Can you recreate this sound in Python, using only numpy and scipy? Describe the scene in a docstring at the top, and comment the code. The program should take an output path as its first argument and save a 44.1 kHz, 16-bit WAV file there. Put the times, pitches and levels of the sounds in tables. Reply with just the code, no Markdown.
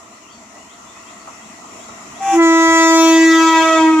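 """Open fields, a stereo pair beside the track: an electric train approaches fast.
At first a small bird sings over the growing roar of the wheels, which clack over a distant rail joint.
At 2.2 s the air horn's reed squeaks in a rush of air, then breaks into one brassy note.
The note sags as the cab draws level, while the echo off the ground sweeps notches through its harmonics."""
import sys
import numpy as np
from scipy import signal
from scipy.io import wavfile
from scipy.ndimage import uniform_filter1d, minimum_filter1d

SR = 44100
rng = np.random.default_rng(int(sys.argv[2]) if len(sys.argv) > 2 else 0)


def dump_mix(stems):
    """Bounce the given channels to the path in sys.argv[1] as a 16-bit WAV at rate SR."""
    frames = np.atleast_2d(stems).T  # one column per channel
    limited = np.clip(frames, -1, 1)  # hard clip at full scale
    pcm = np.round(limited * 32767).astype(np.int16)
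    wavfile.write(sys.argv[1], SR, pcm)


N = 176400
T = np.arange(N) / SR

# How alike the surroundings sound at the two microphones. Each row: frequency in Hz, correlation 0-1.
MIC_LIKENESS = [(60, .9), (290, .94), (640, .6), (1400, .1), (3000, 0), (15000, 0)]


def amp(db):
    """Decibels to gain."""
    return 10 ** (np.asarray(db) / 20)


def unit(x):
    """Scales to rms 1."""
    return x / np.sqrt(np.mean(abs(x) ** 2) + 1e-20)


def curve(points):
    """A control through time, from rows of seconds and value."""
    return np.interp(T, *np.transpose(points))


def read(points, hz, column=1):
    """One column of a table on a log-frequency axis."""
    table = np.transpose(points)
    return np.interp(np.log(hz + 1), np.log(table[0] + 1), table[column])


def pan(db):
    """Left and right gains, the left louder by db."""
    return np.array([amp(db / 2), amp(-db / 2)])


def wobble(size, length=N):
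    """A random waver of rms 1, smoothed over size steps."""
    return unit(uniform_filter1d(rng.standard_normal(length), size=size))


def field_noise(colour, patchy_db=1.67, swell_db=0.48):
    """Noise of a given colour at the two microphones, rms 1, with drifting patches and a slow swell."""
    # Balance of the surroundings. Each row: frequency in Hz, left over right in dB.
    sides = [(200, 0.5), (700, -1.5), (1300, 1), (2000, 1), (2700, 9.5), (4000, -4.5), (5700, 14.5),
             (6600, 4), (7400, 1.5), (10000, -2.5), (15000, -3)]
    hz = np.fft.rfftfreq(2048, 1 / SR)
    frames = N // 512 + 5
    a, b, c, d, patches = rng.standard_normal((5, frames, len(hz)))
    patches = unit(uniform_filter1d(uniform_filter1d(patches, size=7, axis=0), size=16, axis=1))
    swell = wobble(9, frames)[:, None]
    likeness = read(MIC_LIKENESS, hz)
    left = a + 1j * b
    right = likeness * left + np.sqrt(1 - likeness ** 2) * (c + 1j * d)
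    gain = amp(read(colour, hz) + patchy_db * patches + swell_db * swell)
    spectra = np.array([left, right]) * gain * pan(read(sides, hz))[:, None]
    return unit(signal.istft(spectra.swapaxes(1, 2), nperseg=2048, noverlap=1536)[1][:, :N])


def whistle(start, db, from_hz, to_hz, bend, length_s=0.075, hoarseness=0.024):
    """One gliding, slightly hoarse bird note."""
    progress = np.clip((T - start) / length_s, 0, 1)
    hz = (from_hz + (to_hz - from_hz) * progress ** bend) * (1 + hoarseness * wobble(50))
    envelope = amp(db) * np.sin(np.pi * progress ** 0.86)
    return np.sqrt(2) * envelope * np.sin(2 * np.pi * np.cumsum(hz) / SR)


def bird(echo_db=2, echo_t60_s=0.45):
    """A small bird, a little to the left, alternates slurs and whips, blurred by echo off the trees."""
    # Upward whips. Each row: start in seconds, relative level in dB.
    whips = [(0.679, -51), (1.055, -50), (1.409, -53), (1.786, -49), (2.135, -49)]
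    # Slurred notes. Each row: start in seconds, relative level in dB, first and last pitch in Hz.
    slurs = [(.11, -58, 4120, 4430), (.21, -52, 3050, 2540), (0.271, -51, 2890, 3780),
             (.3, -53, 4630, 4380), (.53, -50, 1916, 2050), (.57, -52, 2690, 3100), (.86, -51, 3470, 3550),
             (.94, -48.5, 2430, 2720), (1.18, -56, 4500, 4250), (1.3, -52, 2430, 2750),
             (1.87, -56, 3900, 3750)]
    song = sum(whistle(start, db, from_hz=3160, to_hz=4950, bend=2.4) for start, db in whips)
    song += sum(whistle(*row, bend=1.095) for row in slurs)
    t = T[:SR // 2]
    tail = unit(rng.standard_normal((2, len(t))) * amp(-60 * t / echo_t60_s)) / np.sqrt(len(t))
    echo = signal.fftconvolve(song[None], tail, axes=1)[:, :N]
    return amp(-3) * (song + amp(echo_db) * echo) * pan(3.4)[:, None]


def rail_clacks(t60_s=0.19):
    """Wheels strike a distant rail joint: one clear clack and two fainter ones."""
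    # The strikes. Each row: start in seconds, level in dB.
    strikes = [(1.275, -30.5), (1.641, -37), (1.886, -36)]
    # Their spectrum. Each row: frequency in Hz, relative level in dB.
    colour = [(100, -28), (400, -3), (750, 8), (1300, 9), (1700, -29), (3000, -25), (8000, -39)]
    envelope = sum((T > start) * amp(db - 60 * np.maximum(T - start, 0) / t60_s) for start, db in strikes)
    return envelope * field_noise(colour)


def train():
    """Wheels roar on the rails and carriages rumble; a deep flutter and a dull thud lie under the horn."""
    # Loudness of the four noises. Each row: time in seconds, level in dB.
    roll = [(0, -42.5), (.45, -42.5), (.7, -40.5), (1.3, -38.5), (1.55, -39), (1.85, -37), (2.2, -36),
            (2.45, -36), (2.9, -33.5), (3.3, -32), (3.7, -26.5), (4.0, -31.5)]
    rumble = [(0, -53.5), (.8, -51), (1.3, -49), (2.1, -44), (2.45, -48.5), (2.7, -50.5), (3.1, -46),
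              (3.6, -45.5), (4.0, -42)]
    flutter = [(2.25, -93), (2.37, -53), (2.6, -59), (4.0, -57.5)]
    thud = [(2.62, -75), (2.7, -42), (2.75, -50), (2.9, -73)]
    # Their spectra. Each row: frequency in Hz, relative density in dB.
    roll_colour = [(20, -43), (150, -50), (300, -1.5), (495, -8), (540, -15), (670, 4.5), (750, -6),
                   (1050, 0), (1350, 0), (1490, -12), (1720, -14), (1950, -2), (2230, -10.5), (2620, -10),
                   (3100, -15), (4860, -18.5), (5700, -14), (7300, -5), (8200, -18.5), (10000, -24),
                   (12000, -33), (15400, -32)]
    rumble_colour = [(20, -34), (43, -20), (75, -9), (105, -7), (150, -10.5), (185, -9), (212, 3),
                     (245, 0.5), (400, -14), (800, -43), (3000, -80)]
    flutter_colour = [(10, -9), (30, -8), (55, -20), (120, -34), (400, -72)]
    thud_colour = [(30, -24), (70, -1), (100, 1), (150, -11), (400, -31)]
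    layers = (roll_colour, roll), (rumble_colour, rumble), (flutter_colour, flutter), (thud_colour, thud)
    return sum(field_noise(colour) * amp(curve(level)) for colour, level in layers)


def reed_squeak(nominal_hz=785):
    """The horn's reed first jumps to a high mode, with a rush of air, until the main note takes over."""
    # Loudness of the squeak and of the air through the reed. Each row: time in seconds, level in dB.
    level = [(2.19, -49), (2.212, -24.5), (2.27, -17), (2.31, -13.5), (2.345, -14), (2.37, -23),
             (2.39, -58), (2.45, -62)]
    air = [(2.19, -80), (2.225, -34), (2.29, -29.5), (2.36, -25), (2.385, -32.5), (2.42, -44), (2.5, -95)]
    # Spectrum of the air. Each row: frequency in Hz, relative density in dB.
    air_colour = [(100, -15), (400, -12), (900, -2.5), (1600, -6), (2600, -5), (3400, -11), (4200, -28),
                  (5700, -5.5), (7000, 0.5), (8500, -17), (10500, -14), (12000, -32), (15000, -23)]
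    # The high mode. Each row: time in seconds, pitch in Hz.
    pitch = [(2.2, 782), (2.28, 787), (2.34, 783), (2.39, 768)]
    # Mostly sum and difference tones with the main note.
    # Each row: frequency in Hz at the nominal pitch, level in dB against the high mode.
    partials = [(1117, -19), (1237, -33), (1570, -25), (1902, -26), (2022, -31), (2355, -24), (2686, -26.5),
                (3138, -32), (3470, -29.5)]
    phase = 2 * np.pi * np.cumsum(curve(pitch) * (1 + 0.0042 * wobble(300))) / SR
    tone = np.cos(phase) + sum(amp(db) * np.cos(phase * hz / nominal_hz) for hz, db in partials)
    sounding = (T > level[0][0]) & (T < level[-1][0])
    squeak = np.sqrt(2) * tone * amp(curve(level)) * sounding
    return squeak * pan(1.0)[:, None] + field_noise(air_colour) * amp(curve(air))


def trackside_echoes(drift_turns, count=20, rasp_db=-17, rasp_width_hz=40):
    """Complex gain of many weak echoes, each with its own slight Doppler shift, plus a fine rasp."""
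    shift, start = rng.standard_normal((count, 1)), rng.random((count, 1))
    echoes = np.exp(2j * np.pi * (shift * drift_turns + start)).sum(0) / np.sqrt(count)
    hz = np.fft.fftfreq(len(drift_turns), N / SR / len(drift_turns))
    rasp = np.fft.ifft(np.exp(2j * np.pi * rng.random(len(hz))) / (1 + (hz / rasp_width_hz) ** 2) ** 2)
    return echoes + amp(rasp_db) * unit(rasp)


def air_horn(treble_hz=4080, brass_hz=1960, brass_width_hz=200, flare_turns=1.19, midway_s=3.0, hop=50):
    """The reed's harmonics reach the microphones directly, off the ground and off masts and ballast."""
    # The note as heard beside the track. Each row: time in seconds, pitch in Hz.
    pitch = [(2.28, 334), (2.385, 335), (2.4, 333.6), (2.482, 329.0), (3.138, 326.4), (3.422, 325.8),
             (3.724, 323.0), (3.9, 318.8), (4.0, 314.5)]
    # Gains on the harmonics. Each row: time in seconds, gain in dB.
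    loudness = [(2.27, -30), (2.31, -27.5), (2.34, -5), (2.375, 1.5), (2.5, 0), (2.75, -4), (3.0, -0.5),
                (3.25, 2), (3.5, 0), (3.72, 2), (3.9, 8.5), (4.0, 2.5)]  # the whole note
    overtones = [(2.33, -13), (2.37, -15), (2.395, -3.5), (2.5, -2.5), (2.75, 4), (3.0, 2.5), (3.25, -2),
                 (3.55, 4.5), (3.78, -0.5), (3.92, -10.5), (4.0, -4.5)]  # all but the fundamental
    treble_beam = [(2.38, -33), (2.43, -3), (2.8, 0.5), (3.1, 0.5), (3.5, -8), (3.8, -14.5), (3.9, -19.5),
                   (4.0, -21)]  # lost as the bell points past the microphones
    brass_beam = [(2.4, 3), (2.8, 4.5), (3.05, 0), (3.3, 2), (3.55, -5), (3.8, -7), (4.0, -6)]  # the bell's resonance, beamed forward and lost as the cab passes
    # Horn timbre. Each row: frequency in Hz, level in dB, left over right in dB, ground echo 0-1.
    timbre = [(305, -12.5, 0, 0.41), (674, -28, -3.5, 1), (981, -22.5, 0, 1), (1360, -25, -1.5, 0.96),
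              (1635, -33.5, 13.5, 0.26), (1962, -24.5, -1.5, 0.86), (2320, -30.5, 1.5, 0.27),
              (2620, -30.5, 5, 0.72), (2774, -47.5, 12, 0.73), (3410, -29, -1.5, 0.87),
              (3920, -37.5, -2.5, 0.33), (5270, -39.5, 10.5, .2), (5880, -33.5, 6.5, 0),
              (7280, -32.5, 6.5, .2), (8530, -53, -1, 0), (11400, -55, 7, 0.3), (15200, -53.5, 0, 0.4)]
    # Path differences as the cab swings past. Each row: time in seconds, difference in milliseconds.
    ground_lag = [(2.4, .12), (2.8, .10), (2.95, .18), (3.07, .255), (3.17, .38), (3.3, .51), (3.45, .77),
                  (3.56, 1.05), (3.64, 1.35), (3.75, 1.57), (3.84, 1.93), (4.0, 2.5)]  # ground echo behind the direct sound
    left_lead = [(2.4, -.12), (2.9, -.11), (3.3, -0.021), (4.0, 0.053)]  # left microphone ahead of the right
    # Trackside scatter at midway_s. Each row: frequency in Hz, level in dB against the direct sound.
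    scatter = [(327, -17), (650, -12), (1000, -14), (1960, -15), (2300, -2), (3300, -4), (7000, 0),
               (15000, -2)]

    hz, t = curve(pitch), T[::hop]
    level, blare, treble, brass = (curve(c)[::hop] for c in (loudness, overtones, treble_beam, brass_beam))
    lag_turns = hz[::hop] * curve(ground_lag)[::hop] / 1000
    lead_s = curve(left_lead)[::hop] / 1000
    doppler_spread_hz = 0.6 * np.exp(1.4 * (t - midway_s))
    drift_turns = np.cumsum(doppler_spread_hz) * hop / SR
    note_hz = np.median(hz[T > pitch[0][0]])
    sounding = t > loudness[0][0]
    fundamental = np.exp(2j * np.pi * np.cumsum(hz) / SR)
    harmonic, mics = np.ones(N, complex), np.zeros((2, N))
    for k in range(1, 48):
        harmonic, f = harmonic * fundamental, k * note_hz
        in_treble = 1 / (1 + (treble_hz / f) ** 4)
        in_brass = np.exp(-((f - brass_hz) / brass_width_hz) ** 2)
        gain = amp(read(timbre, f) + level + (k > 1) * blare + in_treble * treble + in_brass * brass)
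        flare = np.exp(-2j * np.pi * flare_turns * np.log(k))  # the bell's flare delays low harmonics
        ground = read(timbre, f, column=3) * np.exp(-2j * np.pi * k * lag_turns)
        wet = amp(read(scatter, f) + 8 * (t - midway_s))  # scatter grows 8 dB a second
        common, likeness = trackside_echoes(k * drift_turns), read(MIC_LIKENESS, f)
        lead = np.exp(1j * np.pi * f * lead_s)
        placement = pan(read(timbre, f, column=2))[:, None] * [lead, 1 / lead]
        for mic, side in zip(mics, placement):
            echoes = np.sqrt(likeness) * common + np.sqrt(1 - likeness) * trackside_echoes(k * drift_turns)
            paths = (1 + ground + wet * echoes) / np.sqrt(1 + wet ** 2)
            arriving = sounding * gain * flare * side * paths
            mic += np.sqrt(2) * (np.interp(T, t, arriving) * harmonic).real
    return mics


def scene():
    """Horn, train and bird as they reach the pair beside the track."""
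    return air_horn() + reed_squeak() + rail_clacks() + train() + bird()


def record(dry, ceiling=0.88, edge_hz=15550):
    """A limiter holds down the horn's peaks; then a steep low-pass sets the band limit."""
    headroom = ceiling / np.maximum(abs(dry).max(0), ceiling)
    held = dry * uniform_filter1d(minimum_filter1d(headroom, size=900), size=900)
    lowpass = signal.firwin(511, edge_hz, window=("kaiser", 9), fs=SR)
    return signal.oaconvolve(held, lowpass[None], "same", axes=1)


dry = scene()
out = record(dry)
dump_mix(out)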